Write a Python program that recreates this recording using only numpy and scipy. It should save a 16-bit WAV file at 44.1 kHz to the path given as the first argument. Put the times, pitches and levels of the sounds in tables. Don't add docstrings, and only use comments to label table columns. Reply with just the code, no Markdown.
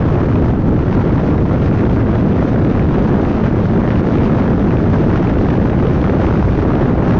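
import sys
import numpy as np
from scipy import signal
from scipy.fft import rfft, irfft, next_fast_len
from scipy.io import wavfile
from scipy.ndimage import uniform_filter1d, minimum_filter1d

SR = 44100
rng = np.random.default_rng(int(sys.argv[2]) if len(sys.argv) > 2 else 0)


def transcribe(signal):
    frames = np.atleast_2d(signal).T
    limited = np.clip(frames, -1, 1)
    pcm = np.round(limited * 32767).astype(np.int16)
    wavfile.write(sys.argv[1], SR, pcm)


N = 317475

# middle in seconds, peak in dB, length in seconds, brightness 0-1.
WIND_SPITS = [(0.056, -27, 0.025, .1), (0.287, -21, .008, 0), (0.357, -26, .012, .6),
              (.536, -22.5, 0.0058, .05), (0.79, -23.5, 0.0064, 0.2), (0.911, -25.5, 0.0072, .2),
              (0.928, -19.5, 0.0089, .05), (1.095, -23.5, 0.004, .5), (1.124, -22.5, 0.0044, 0.5),
              (1.195, -23, 0.0062, .1), (1.381, -23, 0.0033, .8), (1.456, -20, 0.0092, 0),
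              (1.621, -19, 0.0059, .05), (1.66, -22, 0.0071, .4), (1.713, -23.5, .004, .7),
              (1.808, -27, 0.013, 0.6), (1.854, -22.5, 0.0069, 0.5), (1.897, -21, 0.0058, 0.2),
              (1.962, -22, 0.0055, .1), (2.009, -26, 0.053, 0.1), (2.154, -25.5, .035, .25),
              (2.518, -22, 0.007, 0), (2.649, -21.5, 0.0035, .8), (2.701, -22, 0.0042, .7),
              (2.795, -22.5, 0.0033, .7), (2.946, -24.5, 0.028, .3), (3.076, -20.5, 0.007, .05),
              (3.251, -25, 0.0055, .7), (3.439, -22.5, 0.0046, .7), (3.466, -27, 0.038, 0.7),
              (3.735, -20, 0.007, 0.2), (3.877, -19, 0.008, 0.4), (3.888, -19.5, 0.011, .12),
              (3.905, -24, 0.0033, 0.7), (3.957, -21.5, 0.0049, 0.4), (4.069, -22, 0.012, .1),
              (4.174, -22, 0.0044, 0.7), (4.184, -18.5, 0.0053, 0.2), (4.255, -23.5, 0.0036, .7),
              (4.387, -21.5, 0.017, .1), (4.479, -21, 0.0097, 0), (4.596, -22, 0.0043, 0.7),
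              (4.643, -25, 0.0064, .1), (4.708, -24, 0.0034, .7), (4.771, -24, .004, 0.6),
              (5.083, -23.5, 0.006, 0), (5.101, -18.5, .008, 0.1), (5.13, -19.5, .005, 0.7),
              (5.159, -18.5, 0.0056, 0.3), (5.272, -20, .004, 0.9), (5.386, -20.5, .004, 0.7),
              (5.487, -20, .008, .05), (5.505, -24.5, 0.022, .5), (5.554, -17.5, .005, 0.2),
              (5.649, -30.5, 0.043, 0), (5.699, -23.5, 0.0062, 0.7), (5.87, -19.5, 0.0075, 0.3),
              (6.016, -22.5, .004, .8), (6.042, -18, 0.008, .1), (6.097, -22.5, 0.0052, 0.7),
              (6.126, -18, 0.005, 0), (6.267, -21.5, .004, .8), (6.327, -20.5, 0.0044, 0.4),
              (6.426, -21.5, 0.0085, 0), (6.618, -22, 0.0029, .8), (6.734, -24, .005, 0.7),
              (6.754, -21.5, 0.003, 0.9), (7.096, -21.5, 0.0094, 0.1), (7.109, -19, .008, 0.3)]
# frequency in Hz, relative density in dB.
SNAP_SPECTRUM = [(300, -13.5), (900, 3.5), (1600, 2.5), (2500, -3.5), (3500, -12), (4800, -24.5),
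                 (6200, -28.5), (7200, -41.5), (8500, -61.5)]


def buffet(stir, lull_db):
    # frequency in Hz, relative density in dB.
    spectrum = [(50, -31.5), (110, -3.5), (150, -0.5), (205, 0.5), (300, -2.5), (400, -7.5), (520, -14),
                (750, -24), (1300, -32.5), (3000, -86.5)]
    # time in seconds, relative level in dB.
    levels = [(0.0, -20), (0.4, -20), (0.87, -20.5), (2.82, -18.1), (3.46, -19.5), (3.95, -17), (4.58, -19),
              (5.07, -18), (5.78, -20.5), (6.24, -18.5), (6.56, -18.5), (6.9, -18.5), (7.2, -16)]
    level_db = 6.5 + in_time(levels)[0] + 0.18 * lull_db
    return from_db(level_db) * turbulence(spectrum, stir + 2.5 * flutter(62))


def throb():
    # frequency in Hz, relative density in dB.
    spectrum = [(50, -28), (80, -8), (100, 3), (135, -1), (165, -5.5), (220, -26), (1200, -110)]
    # time in seconds, relative level in dB.
    levels = [(0.0, -13.5), (0.47, -18.5), (1.27, -15.5), (1.59, -19), (1.9, -16), (2.25, -19), (2.55, -16),
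              (2.92, -21.5), (3.39, -17.5), (3.8, -19), (4.15, -17), (4.48, -17.9), (4.93, -15.5),
              (5.3, -19.5), (5.81, -16), (6.24, -20), (6.53, -18.5), (7.2, -17.5)]
    return from_db(1.3 + in_time(levels)[0]) * turbulence(spectrum, 0)


def rumble():
    # frequency in Hz, relative density in dB.
    spectrum = [(12, -6.5), (25, -9), (45, -4.5), (65, -2.5), (80, -2), (100, -16), (220, -38),
                (900, -84.5)]
    # time in seconds, relative level in dB.
    levels = [(0.0, -22.1), (0.6, -19.4), (1.1, -21.5), (1.92, -20.9), (2.41, -21.8), (2.83, -20.9),
              (3.18, -21.8), (3.63, -20.8), (4.08, -22.1), (4.82, -22.9), (5.26, -21.6), (5.68, -22.0),
              (6.43, -21.1), (6.84, -22.1), (7.2, -21.0)]
    return from_db(3.5 + in_time(levels)[0]) * turbulence(spectrum, 0)


def rasp(tearing, gusts, lull_db):
    # frequency in Hz, relative density in dB.
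    spectrum = [(100, -19), (300, 1.5), (500, 3.5), (700, 1), (1000, -4), (1350, -7), (1750, -11.5),
                (2500, -25), (3400, -33.5), (4600, -44.5), (6200, -44), (8500, -71.5)]
    level_db = flow_db(cruise_db=-24, doubling_db=2.5, exposure_share=0.98) + 0.3 * gusts + lull_db
    return from_db(level_db) * turbulence(spectrum, 5.0 * tearing)


def drone():
    # frequency in Hz, relative density in dB.
    spectrum = [(40, -70), (120, -45), (172, -12), (193, 3), (208, -3), (226, 1), (245, -14), (350, -61.5),
                (1000, -120)]
    middle_s, peak_db, length_s = 4.15, -18.5, 3.8
    return bells([(middle_s, from_db(peak_db), length_s)]) * turbulence(spectrum, 0)


def spits():
    # frequency in Hz, relative density in dB.
    dull_spectrum = [(250, 0.5), (600, 15), (1000, 11.5), (1600, 0), (2500, -9.5), (3500, -19.5),
                     (4800, -26.5), (6200, -29.5), (8500, -56.5)]
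    grit_db, grit_hz = 3.5, 300
    middle_s, peak_db, length_s, brightness = np.transpose(WIND_SPITS)
    out = 0
    for spectrum, power_share in ((dull_spectrum, 1 - brightness), (SNAP_SPECTRUM, brightness)):
        envelope = bells(zip(middle_s, from_db(peak_db) * np.sqrt(power_share), length_s))
        ragged = rms_one(from_db(grit_db * np.tanh(flutter(grit_hz))) * rng.standard_normal(N))
        out = out + np.sqrt(np.mean(envelope ** 2)) * coloured(envelope * ragged, spectrum)
    return out


def crackle(tearing, gusts, lull_db, base_per_s=540, spread_db=3.0):
    # time in seconds, relative level in dB.
    levels = [(0.0, -42.6), (0.37, -43.3), (0.54, -45.0), (0.76, -44.7), (0.94, -42.6), (1.45, -42.8),
              (1.79, -41.0), (1.98, -42.1), (2.49, -42.2), (2.66, -41.1), (3.06, -41.9), (3.47, -40.5),
              (3.66, -42.4), (3.88, -39.7), (4.04, -40.3), (4.23, -39.2), (4.55, -41.7), (4.84, -42.0),
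              (5.16, -39.2), (5.61, -40.8), (6.04, -39.1), (6.54, -40.9), (6.75, -39.0), (6.94, -41.4),
              (7.08, -39.2), (7.2, -39.4)]
    crowding_db = 5.5 * tearing + 7 * np.tanh(flutter(250))
    born = rng.random(N) < base_per_s * from_db(crowding_db) / SR
    sizes = from_db(spread_db * np.minimum(rng.exponential(1, N), 2))
    snaps = coloured(born * sizes * rng.choice([-1, 1], N), SNAP_SPECTRUM)
    return from_db(4 + in_time(levels)[0] + gusts + lull_db) * snaps


def engine(unsteady):
    # multiple of the firing rate, relative level in dB.
    harmonics = [(1, 1.5), (2, 2.5), (3, -12), (4, -12), (5, -9)]
    shift_at_s, shift_s = 3.0, 0.203
    low_gear, high_gear = (0.89, -26.5), (0.775, -26)
    gearing, exhaust_db = in_time([(shift_at_s, *low_gear), (shift_at_s + shift_s, *high_gear)])
    firing_hz = gearing * speed_kmh() * (1 + unsteady * flutter(3.2))
    phase = 2 * np.pi * np.cumsum(firing_hz) / SR
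    exhaust = sum(from_db(db) * np.sin(k * phase + rng.uniform(0, 2 * np.pi)) for k, db in harmonics)
    hold_s, fall_db_per_s = 0.92, 9
    whine_db = -42 - fall_db_per_s * np.maximum(np.arange(N) / SR - hold_s, 0)
    whine = from_db(whine_db + 2 * flutter(4.9)) * np.sin(15 * phase)
    return from_db(exhaust_db) * exhaust + whine


def hiss(stir, gusts):
    # frequency in Hz, relative density in dB.
    spectrum = [(300, -1), (1200, 14.5), (2500, 10), (4000, 4), (5000, 1), (6200, -2.5), (7000, -12.5),
                (7700, -20), (8600, -41.5)]
    level_db = flow_db(cruise_db=-44, doubling_db=5.3, exposure_share=0.5) + 4.1 * gusts
    return from_db(level_db) * turbulence(spectrum, 0.48 * stir)


def eddies(gust_hz, swirl_hz, burst_hz, gust_share, swirl_share, reach):
    cascade = rms_one(gust_share * flutter(gust_hz) + swirl_share * flutter(swirl_hz) + flutter(burst_hz))
    return reach * np.tanh(cascade / reach)


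def lulls():
    # middle in seconds, change in dB, length in seconds.
    dips = [(1.228, -2.5, 0.053), (1.44, -12.5, 0.049), (1.883, -5.5, .035), (3.695, -3, 0.042),
            (3.857, -3.5, 0.019), (5.065, -2.5, 0.072), (5.59, -8.5, 0.028), (5.815, -4, 0.026),
            (7.012, -4.5, .035)]
    lead_s, pause_db, pause_s = 0.006, -5, 0.018
    return bells(dips) + bells([(s - lead_s, pause_db, pause_s) for s, *_ in WIND_SPITS])


def flow_db(cruise_db, doubling_db, exposure_share, cruise_kmh=110):
    # time in seconds, relative strength in dB.
    exposure = [(0.1, 1.5), (0.55, -4), (0.78, -3), (0.92, 0.8), (1.4, -0.4), (2.05, -1), (2.3, -2.2),
                (2.5, -0.5), (2.95, -1.5), (3.22, 2), (3.68, -1), (3.9, 1), (4.3, 1.2), (4.87, -0.9),
                (5.15, 1.1), (5.6, 0), (5.95, -1), (6.25, 2), (6.57, -2), (6.7, 2.7), (6.95, -1.3),
                (7.15, 1.5)]
    speed_db = doubling_db * np.log2(speed_kmh() / cruise_kmh)
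    return cruise_db + speed_db + exposure_share * in_time(exposure)[0]


def speed_kmh(start_kmh=98, kmh_per_s=3.5):
    return start_kmh + kmh_per_s * np.arange(N) / SR


def turbulence(spectrum, swing_db):
    return coloured(rng.standard_normal(N) * from_db(swing_db), spectrum)


def coloured(x, spectrum):
    hz, db = np.transpose(spectrum)
    size = next_fast_len(N + SR)
    bin_hz = np.maximum(np.arange(size // 2 + 1) * SR / size, 1)
    gain = from_db(np.interp(np.log(bin_hz), np.log(hz), db))
    return rms_one(irfft(rfft(x, size) * gain, size)[:N])


def flutter(rate_hz):
    pole = np.exp(-2 * np.pi * rate_hz / SR)
    wavering = signal.sosfilt([1, 0, 0, 1, -2 * pole, pole * pole], rng.standard_normal(N + SR))
    return rms_one(wavering[SR:])


def bells(rows):
    t, out = np.arange(N) / SR, np.zeros(N)
    for s, height, length_s in rows:
        near = np.abs(t - s) < length_s / 2
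        out[near] += height * np.cos(np.pi * (t[near] - s) / length_s) ** 2
    return out


def in_time(rows):
    s, *columns = np.transpose(rows)
    return [np.interp(np.arange(N) / SR, s, column) for column in columns]


def from_db(db):
    return 10 ** (np.asarray(db) / 20)


def rms_one(x):
    return x / np.sqrt(np.mean(x ** 2) + 1e-20)


def limiter(x, ceiling_db, release_db_per_s, attack_s):
    over_db = np.maximum(20 * np.log10(np.abs(x) + 1e-9) - ceiling_db, 0)
    recovery_db = release_db_per_s * np.arange(N) / SR
    cut_db = np.maximum.accumulate(over_db + recovery_db) - recovery_db
    width = max(int(attack_s * SR), 1)
    return x * uniform_filter1d(minimum_filter1d(from_db(-cut_db), width), width)


def scene():
    gusts = 0.4355 * flutter(rate_hz=13)
    lull_db = lulls()
    stir = eddies(gust_hz=36.8, swirl_hz=149.0, burst_hz=505, gust_share=0.06, swirl_share=0.8, reach=2.0)
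    roar = rumble() + throb() + buffet(stir, lull_db)
    crest_share, crest_lead_s = 0.2, 0.0025
    tearing = stir + crest_share * np.roll(rms_one(roar), -round(crest_lead_s * SR))
    small_eddies = rasp(tearing, gusts, lull_db) + crackle(tearing, gusts, lull_db) + hiss(stir, gusts)
    return (roar + small_eddies + drone() + spits() + engine(unsteady=0.003))[None]


def record(dry):
    bass = signal.sosfiltfilt(signal.butter(2, 380, fs=SR, output="sos"), dry[0])
    steady = dry[0] - bass + limiter(bass, ceiling_db=-6.5, release_db_per_s=200, attack_s=0.003)
    held = limiter(steady, ceiling_db=-4.5, release_db_per_s=398.0, attack_s=0.0063)
    held = held * np.minimum(np.arange(N) / (0.002 * SR), 1)
    held = signal.sosfilt(signal.butter(2, 15, "high", fs=SR, output="sos"), held)
    return signal.sosfilt(signal.cheby1(10, 0.1, 8200, fs=SR, output="sos"), held)[None]


dry = scene()
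out = record(dry)
transcribe(out)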